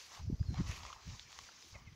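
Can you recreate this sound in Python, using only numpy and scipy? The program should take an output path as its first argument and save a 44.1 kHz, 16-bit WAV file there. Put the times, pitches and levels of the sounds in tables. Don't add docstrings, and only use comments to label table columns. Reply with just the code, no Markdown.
import sys
import numpy as np
from scipy import signal
from scipy.fft import rfft, irfft, next_fast_len
from scipy.io import wavfile
from scipy.ndimage import uniform_filter1d, map_coordinates

SR = 44100
rng = np.random.default_rng(int(sys.argv[2]) if len(sys.argv) > 2 else 0)


def store_wav(level_fs):
    pcm = np.round(np.clip(np.atleast_2d(level_fs), -1, 1) * 32767)
    wavfile.write(sys.argv[1], SR, pcm.T.astype(np.int16))


N = 85995

# freq_hz, gain_db
LEAF_SPECTRUM = [(20, -4), (100, 8), (300, 4), (600, -6.5), (1100, 1), (1800, -13), (3500, -11.5),
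                 (5200, 2), (6000, -1), (6700, -19), (7800, -25), (12000, -20), (15500, -19)]
# time_s, level_db
RUMBLE_LEVELS = [(0, -74), (.13, -77), (.22, -54), (.33, -40.5), (.38, -54), (.45, -47.5), (.52, -43),
                 (.66, -44), (.74, -50), (.84, -54), (.91, -69.5), (.96, -71), (1.01, -76), (1.08, -49),
                 (1.15, -52.5), (1.19, -64.5), (1.27, -66), (1.34, -80), (1.43, -60.5), (1.51, -82),
                 (1.64, -77.5), (1.73, -58), (1.95, -59.5)]
# freq_hz, gain_db
RUMBLE_SPECTRUM = [(20, -21), (36, -11.5), (52, 3.5), (75, 5), (110, -5.5), (170, -11.5), (280, -23.5),
                   (500, -30), (850, -36), (1300, -73), (2000, -120)]
# centre_s, peak_db, core_pitch_hz, half_length_s
WIND_EDDIES = [(0.206, -45.5, 94, 0.023), (0.253, -39.5, 103, 0.014), (.283, -29, 104, 0.011),
               (.301, -29.5, 221, 0.0032), (0.328, -28, 137, 0.0042), (.342, -39.5, 113, 0.01),
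               (.411, -24.5, 93.5, 0.0098), (.412, -46.5, 243, 0.0048), (.492, -30, 112, 0.0087),
               (.508, -42.5, 240, 0.0078), (.529, -37, 166, 0.0147), (0.546, -44, 80, 0.0049),
               (.594, -30, 140, 0.013), (0.604, -35, 304, 0.0062), (.607, -27.5, 166.6, 0.0078),
               (0.616, -39, 113, 0.0091), (0.701, -32.5, 93.5, 0.009), (0.966, -55, 68, 0.01),
               (1.078, -45.5, 128, 0.016), (1.092, -38.5, 100, 0.011), (1.135, -39.5, 103, 0.005),
               (1.731, -52, 75, 0.0064), (1.758, -48.5, 95.5, 0.0089), (1.876, -45.5, 100, 0.0086),
               (1.926, -53, 143, 0.0077)]
# time_s, blades_db, stems_db
BRUSH_LEVELS = [(0.0, -56.5, -61), (0.1, -61.5, -63.5), (0.148, -55.5, -61.5), (0.195, -61.5, -63),
                (0.298, -74, -81), (0.52, -67, -71.5), (0.586, -59, -53), (0.64, -61.5, -66),
                (0.685, -54, -55.5), (0.716, -55, -49), (0.745, -55.5, -56.5), (0.82, -60, -63.5),
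                (0.866, -56, -59.5), (0.985, -66, -68), (1.115, -56.5, -65.5), (1.18, -60, -66),
                (1.213, -58, -68), (1.265, -66, -68), (1.305, -59.5, -65.5), (1.365, -60, -66),
                (1.44, -57.5, -64), (1.53, -62, -67), (1.726, -61.5, -70), (1.758, -66.5, -68),
                (1.79, -65.5, -70), (1.846, -75.5, -69.5), (1.95, -75, -71.5)]
# freq_hz, gain_db
BLADE_SPECTRUM = [(200, -65), (900, -15), (2000, -17), (3200, -3), (4500, 0), (6200, 2), (6900, -3),
                  (7800, -14.5), (10000, -59), (16000, -26)]
# freq_hz, gain_db
STEM_SPECTRUM = [(100, -32), (400, -6.5), (800, -9.5), (1500, -2.5), (2200, 1), (3000, -3), (4500, -11.5),
                 (7000, -29), (8500, -63), (12000, -120)]
# time_s, relative_db
TIP_LEVELS = [(0, -69), (.09, -74), (.175, -70.5), (.24, -87), (.42, -89.5), (.50, -78.5), (.60, -81),
              (.668, -74), (.684, -66), (.76, -68.5), (.84, -75), (.99, -83.5), (1.13, -77.5),
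              (1.28, -81.5), (1.34, -76), (1.46, -74.5), (1.56, -81), (1.69, -73), (1.75, -82), (1.85, -90),
              (1.95, -88)]
# freq_hz, gain_db
TIP_SPECTRUM = [(3000, -37), (6500, 10.5), (8000, 5), (10000, 4), (12500, 1.5), (15500, -3)]
# time_s, level_db
CRUNCH_LEVELS = [(0, -79), (.09, -66.5), (.14, -57.5), (.195, -57.5), (.24, -81), (.39, -90), (.44, -71.5),
                 (.52, -88), (.55, -62.5), (.59, -56), (.63, -65.5), (.72, -60), (.80, -60.5), (.91, -57.5),
                 (.99, -64.5), (1.05, -74.5), (1.14, -65), (1.27, -89), (1.30, -67), (1.41, -68.5),
                 (1.71, -77.5), (1.758, -62), (1.80, -69.5), (1.95, -85)]
# freq_hz, gain_db
CRUNCH_SPECTRUM = [(200, -32), (550, -13.5), (800, -8.5), (1080, -3), (1300, -6.5), (1700, -41),
                   (4000, -74), (8000, -120)]
# start_s, relative_db, pitch_hz, t60_s, crack_over_ring_db
STALK_SNAPS = [(.149, -42.5, 2170, 0.013, -11), (.395, -47, 610, 0.012, -13),
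               (.429, -47.5, 1620, 0.014, -3.5), (.543, -38.5, 770, 0.03, 0),
               (0.714, -36.5, 2120, 0.016, -0.5), (0.778, -46.5, 1090, 0.021, 6),
               (.834, -41, 920, 0.027, 4), (.851, -30.5, 1024, 0.016, -9.5), (0.865, -44, 2500, 0.005, 6),
               (.901, -38.5, 1050, 0.041, -22), (.921, -45, 1160, 0.012, -7),
               (0.9284, -36, 1110, 0.026, -9), (0.929, -41, 3090, 0.021, -4),
               (0.962, -43.5, 1054, 0.037, -20), (1.1957, -24.5, 3440, 0.0029, -20),
               (1.3195, -46.5, 6640, 0.0045, 0), (1.3287, -44, 3400, 0.0071, 3),
               (1.389, -33.5, 1115, 0.016, -0.5), (1.3897, -34, 5350, 0.005, -4.5),
               (1.488, -43, 1360, 0.023, -22), (1.492, -43.5, 900, 0.013, -18),
               (1.625, -41.5, 5010, 0.015, -3.5), (1.73, -48, 2620, 0.0055, 2.5),
               (1.755, -39, 590, 0.018, -8)]
# freq_hz, gain_db
CRACK_SPECTRUM = [(200, -46), (900, -1), (3000, 2.5), (6300, -1.5), (8000, -12.5), (11000, -41),
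                  (15000, -27)]
# centre_s, half_length_s, pitch_hz, level_db
FAR_PEEPS = [(0.344, 0.1, 5870, -75.5), (0.602, 0.024, 5900, -73)]
# time_s, pitch_hz, level_db
WHISTLE_CONTOUR = [(.385, 4750, -77), (.40, 4890, -62), (.432, 5020, -68), (.45, 4750, -75),
                   (.468, 4350, -65), (.49, 4220, -63), (.525, 4120, -65), (.58, 4120, -66),
                   (.66, 4130, -87)]
# time_s, level_db
WHINE_LEVELS = [(.84, -110), (.92, -90), (1.3, -95), (1.95, -99)]
# centre_s, level_db
BIRD_CHIRPS = [(1.756, -55), (1.880, -58.5)]


def amp(db):
    return 10 ** (np.asarray(db) / 20)


def unit(x):
    return x / np.sqrt(np.mean(x ** 2) + 1e-20)


def clock():
    return np.arange(N) / SR


def curves(rows):
    time_s, *columns = np.transpose(rows)
    return [np.interp(clock(), time_s, column) for column in columns]


def wobble(rate_hz):
    return map_coordinates(rng.standard_normal(400), [clock() * rate_hz + 2], mode="mirror")


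def filtered(x, response):
    size = next_fast_len(N + 8192)
    return irfft(rfft(x, size) * response(np.fft.rfftfreq(size, 1 / SR)), size)[:N]


def coloured(x, spectrum):
    freq_hz, gain_db = np.transpose(spectrum)
    return unit(filtered(x, lambda hz: amp(np.interp(np.log(hz + 1), np.log(freq_hz), gain_db))))


def patchy(x, depth_db):
    bins = signal.stft(x, nperseg=512)[2]
    patches = uniform_filter1d(rng.standard_normal(bins.shape), size=4, axis=0)
    patches = uniform_filter1d(patches, size=9, axis=1)
    return unit(signal.istft(bins * amp(depth_db * unit(patches)), nperseg=512)[1][:N])


def leaves(level_db=-70.5):
    return amp(level_db) * patchy(coloured(rng.standard_normal(N), LEAF_SPECTRUM), depth_db=4.0)


def rustle(spectrum, rate_hz, spread_db, rubbing, clump_db):
    contacts = (rng.random(N) < rate_hz / SR) * rng.choice([-1, 1], N)
    sizes = amp(spread_db * np.minimum(rng.exponential(size=N), 4))
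    force = unit(contacts * sizes) + rubbing * rng.standard_normal(N)
    clumps = amp(clump_db * wobble(110))
    return patchy(coloured(force * clumps, spectrum), depth_db=1.94)


def grass(lift_db=0.9):
    blades_db, stems_db = curves(BRUSH_LEVELS)
    tips_db, = curves(TIP_LEVELS)
    crunch_db, = curves(CRUNCH_LEVELS)
    blades = rustle(BLADE_SPECTRUM, rate_hz=2300, spread_db=0.0, rubbing=0.97, clump_db=0.5)
    stems = rustle(STEM_SPECTRUM, rate_hz=900, spread_db=0.5, rubbing=1.0, clump_db=1.0)
    tips = rustle(TIP_SPECTRUM, rate_hz=4200, spread_db=0.5, rubbing=0.74, clump_db=1.1)
    crunch = rustle(CRUNCH_SPECTRUM, rate_hz=500, spread_db=1.0, rubbing=1.0, clump_db=0.5)
    return (amp(blades_db) * blades + amp(stems_db + lift_db) * stems
            + amp(tips_db + lift_db) * tips + amp(crunch_db) * crunch)


def wind(steepness=2.52, cusp=1.29, trail=0.21, haste=0.34):
    rumble_db, = curves(RUMBLE_LEVELS)
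    out = amp(rumble_db) * coloured(rng.standard_normal(N), RUMBLE_SPECTRUM)
    for centre_s, peak_db, pitch_hz, half_s in WIND_EDDIES:
        t = clock() - centre_s
        reach_s = half_s * (1 + trail * np.sign(t))
        swell = np.exp(1 - (1 + steepness * (t / reach_s) ** 2) ** (cusp / 2))
        cycles = pitch_hz * (t + haste * half_s * np.tanh(t / half_s)) / (1 + haste)
        out += amp(peak_db) * swell * np.sin(2 * np.pi * (cycles + rng.random()) + 0.43 * wobble(230))
    return out


def snaps(trim_db=-3.5, rise_cycles=0.51, knots_per_cycle=0.28, crack_t60_s=0.005):
    out = np.zeros(N)
    for start_s, relative_db, pitch_hz, t60_s, crack_db in STALK_SNAPS:
        t = np.maximum(clock() - start_s, 0)
        jitter_rad = 0.69 * map_coordinates(rng.standard_normal(64), [t * pitch_hz * knots_per_cycle])
        envelope = (1 - np.exp(-t * pitch_hz / rise_cycles)) * amp(-60 * t / t60_s)
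        ring = envelope * np.sin(2 * np.pi * pitch_hz * t + jitter_rad)
        burst = (t > 0) * amp(crack_db - 60 * t / crack_t60_s) * rng.standard_normal(N)
        crack = burst.std() * coloured(burst, CRACK_SPECTRUM)
        out += amp(relative_db + trim_db) * (ring + crack)
    return out


def peeps(waver=0.0018, octave_db=-15):
    out = np.zeros(N)
    for centre_s, half_s, pitch_hz, level_db in FAR_PEEPS:
        phase = 2 * np.pi * np.cumsum(pitch_hz * (1 + waver * wobble(150))) / SR
        envelope = amp(level_db) * np.exp(-((clock() - centre_s) / half_s) ** 2)
        out += envelope * (np.sin(phase) + amp(octave_db) * np.sin(2 * phase))
    return out


def whistle(flutter_db=2.8, waver=0.0074):
    pitch_hz, level_db = curves(WHISTLE_CONTOUR)
    gate = (clock() > WHISTLE_CONTOUR[0][0]) & (clock() < WHISTLE_CONTOUR[-1][0])
    envelope = gate * amp(level_db + flutter_db * wobble(140.2))
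    phase = 2 * np.pi * np.cumsum(pitch_hz * (1 + waver * wobble(259.8))) / SR
    return envelope * np.sin(phase)


def tree_echo(x, level_db=-13, t60_s=0.43):
    tail = rng.standard_normal(N) * amp(-60 * clock() / t60_s)
    return x + amp(level_db) * signal.fftconvolve(x, tail / np.linalg.norm(tail))[:N]


def whine(pitch_hz=14980, width_hz=150):
    level_db, = curves(WHINE_LEVELS)
    band = filtered(rng.standard_normal(N), lambda hz: np.exp(-((hz - pitch_hz) / width_hz) ** 2))
    return amp(level_db) * unit(band)


def chirps(pitch_hz=2103, fall_hz_per_s=8800, half_s=0.013, upper_ratio=1.2, upper_db=-5.5):
    out = np.zeros(N)
    for centre_s, level_db in BIRD_CHIRPS:
        t = clock() - centre_s
        phase = 2 * np.pi * (pitch_hz * t - fall_hz_per_s * t * t / 2) + 0.71 * wobble(320)
        envelope = amp(level_db) * np.exp(-(t / half_s) ** 2)
        out += envelope * (np.sin(phase) + amp(upper_db) * np.sin(upper_ratio * phase))
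    return out


def scene():
    hillside = leaves() + wind() + grass() + snaps()
    calls = tree_echo(whistle() + chirps()) + peeps()
    return (hillside + calls + whine())[None]


def record(dry, top_hz=15680):
    return filtered(dry[0], lambda hz: hz < top_hz)[None]


dry = scene()
out = record(dry)
store_wav(out)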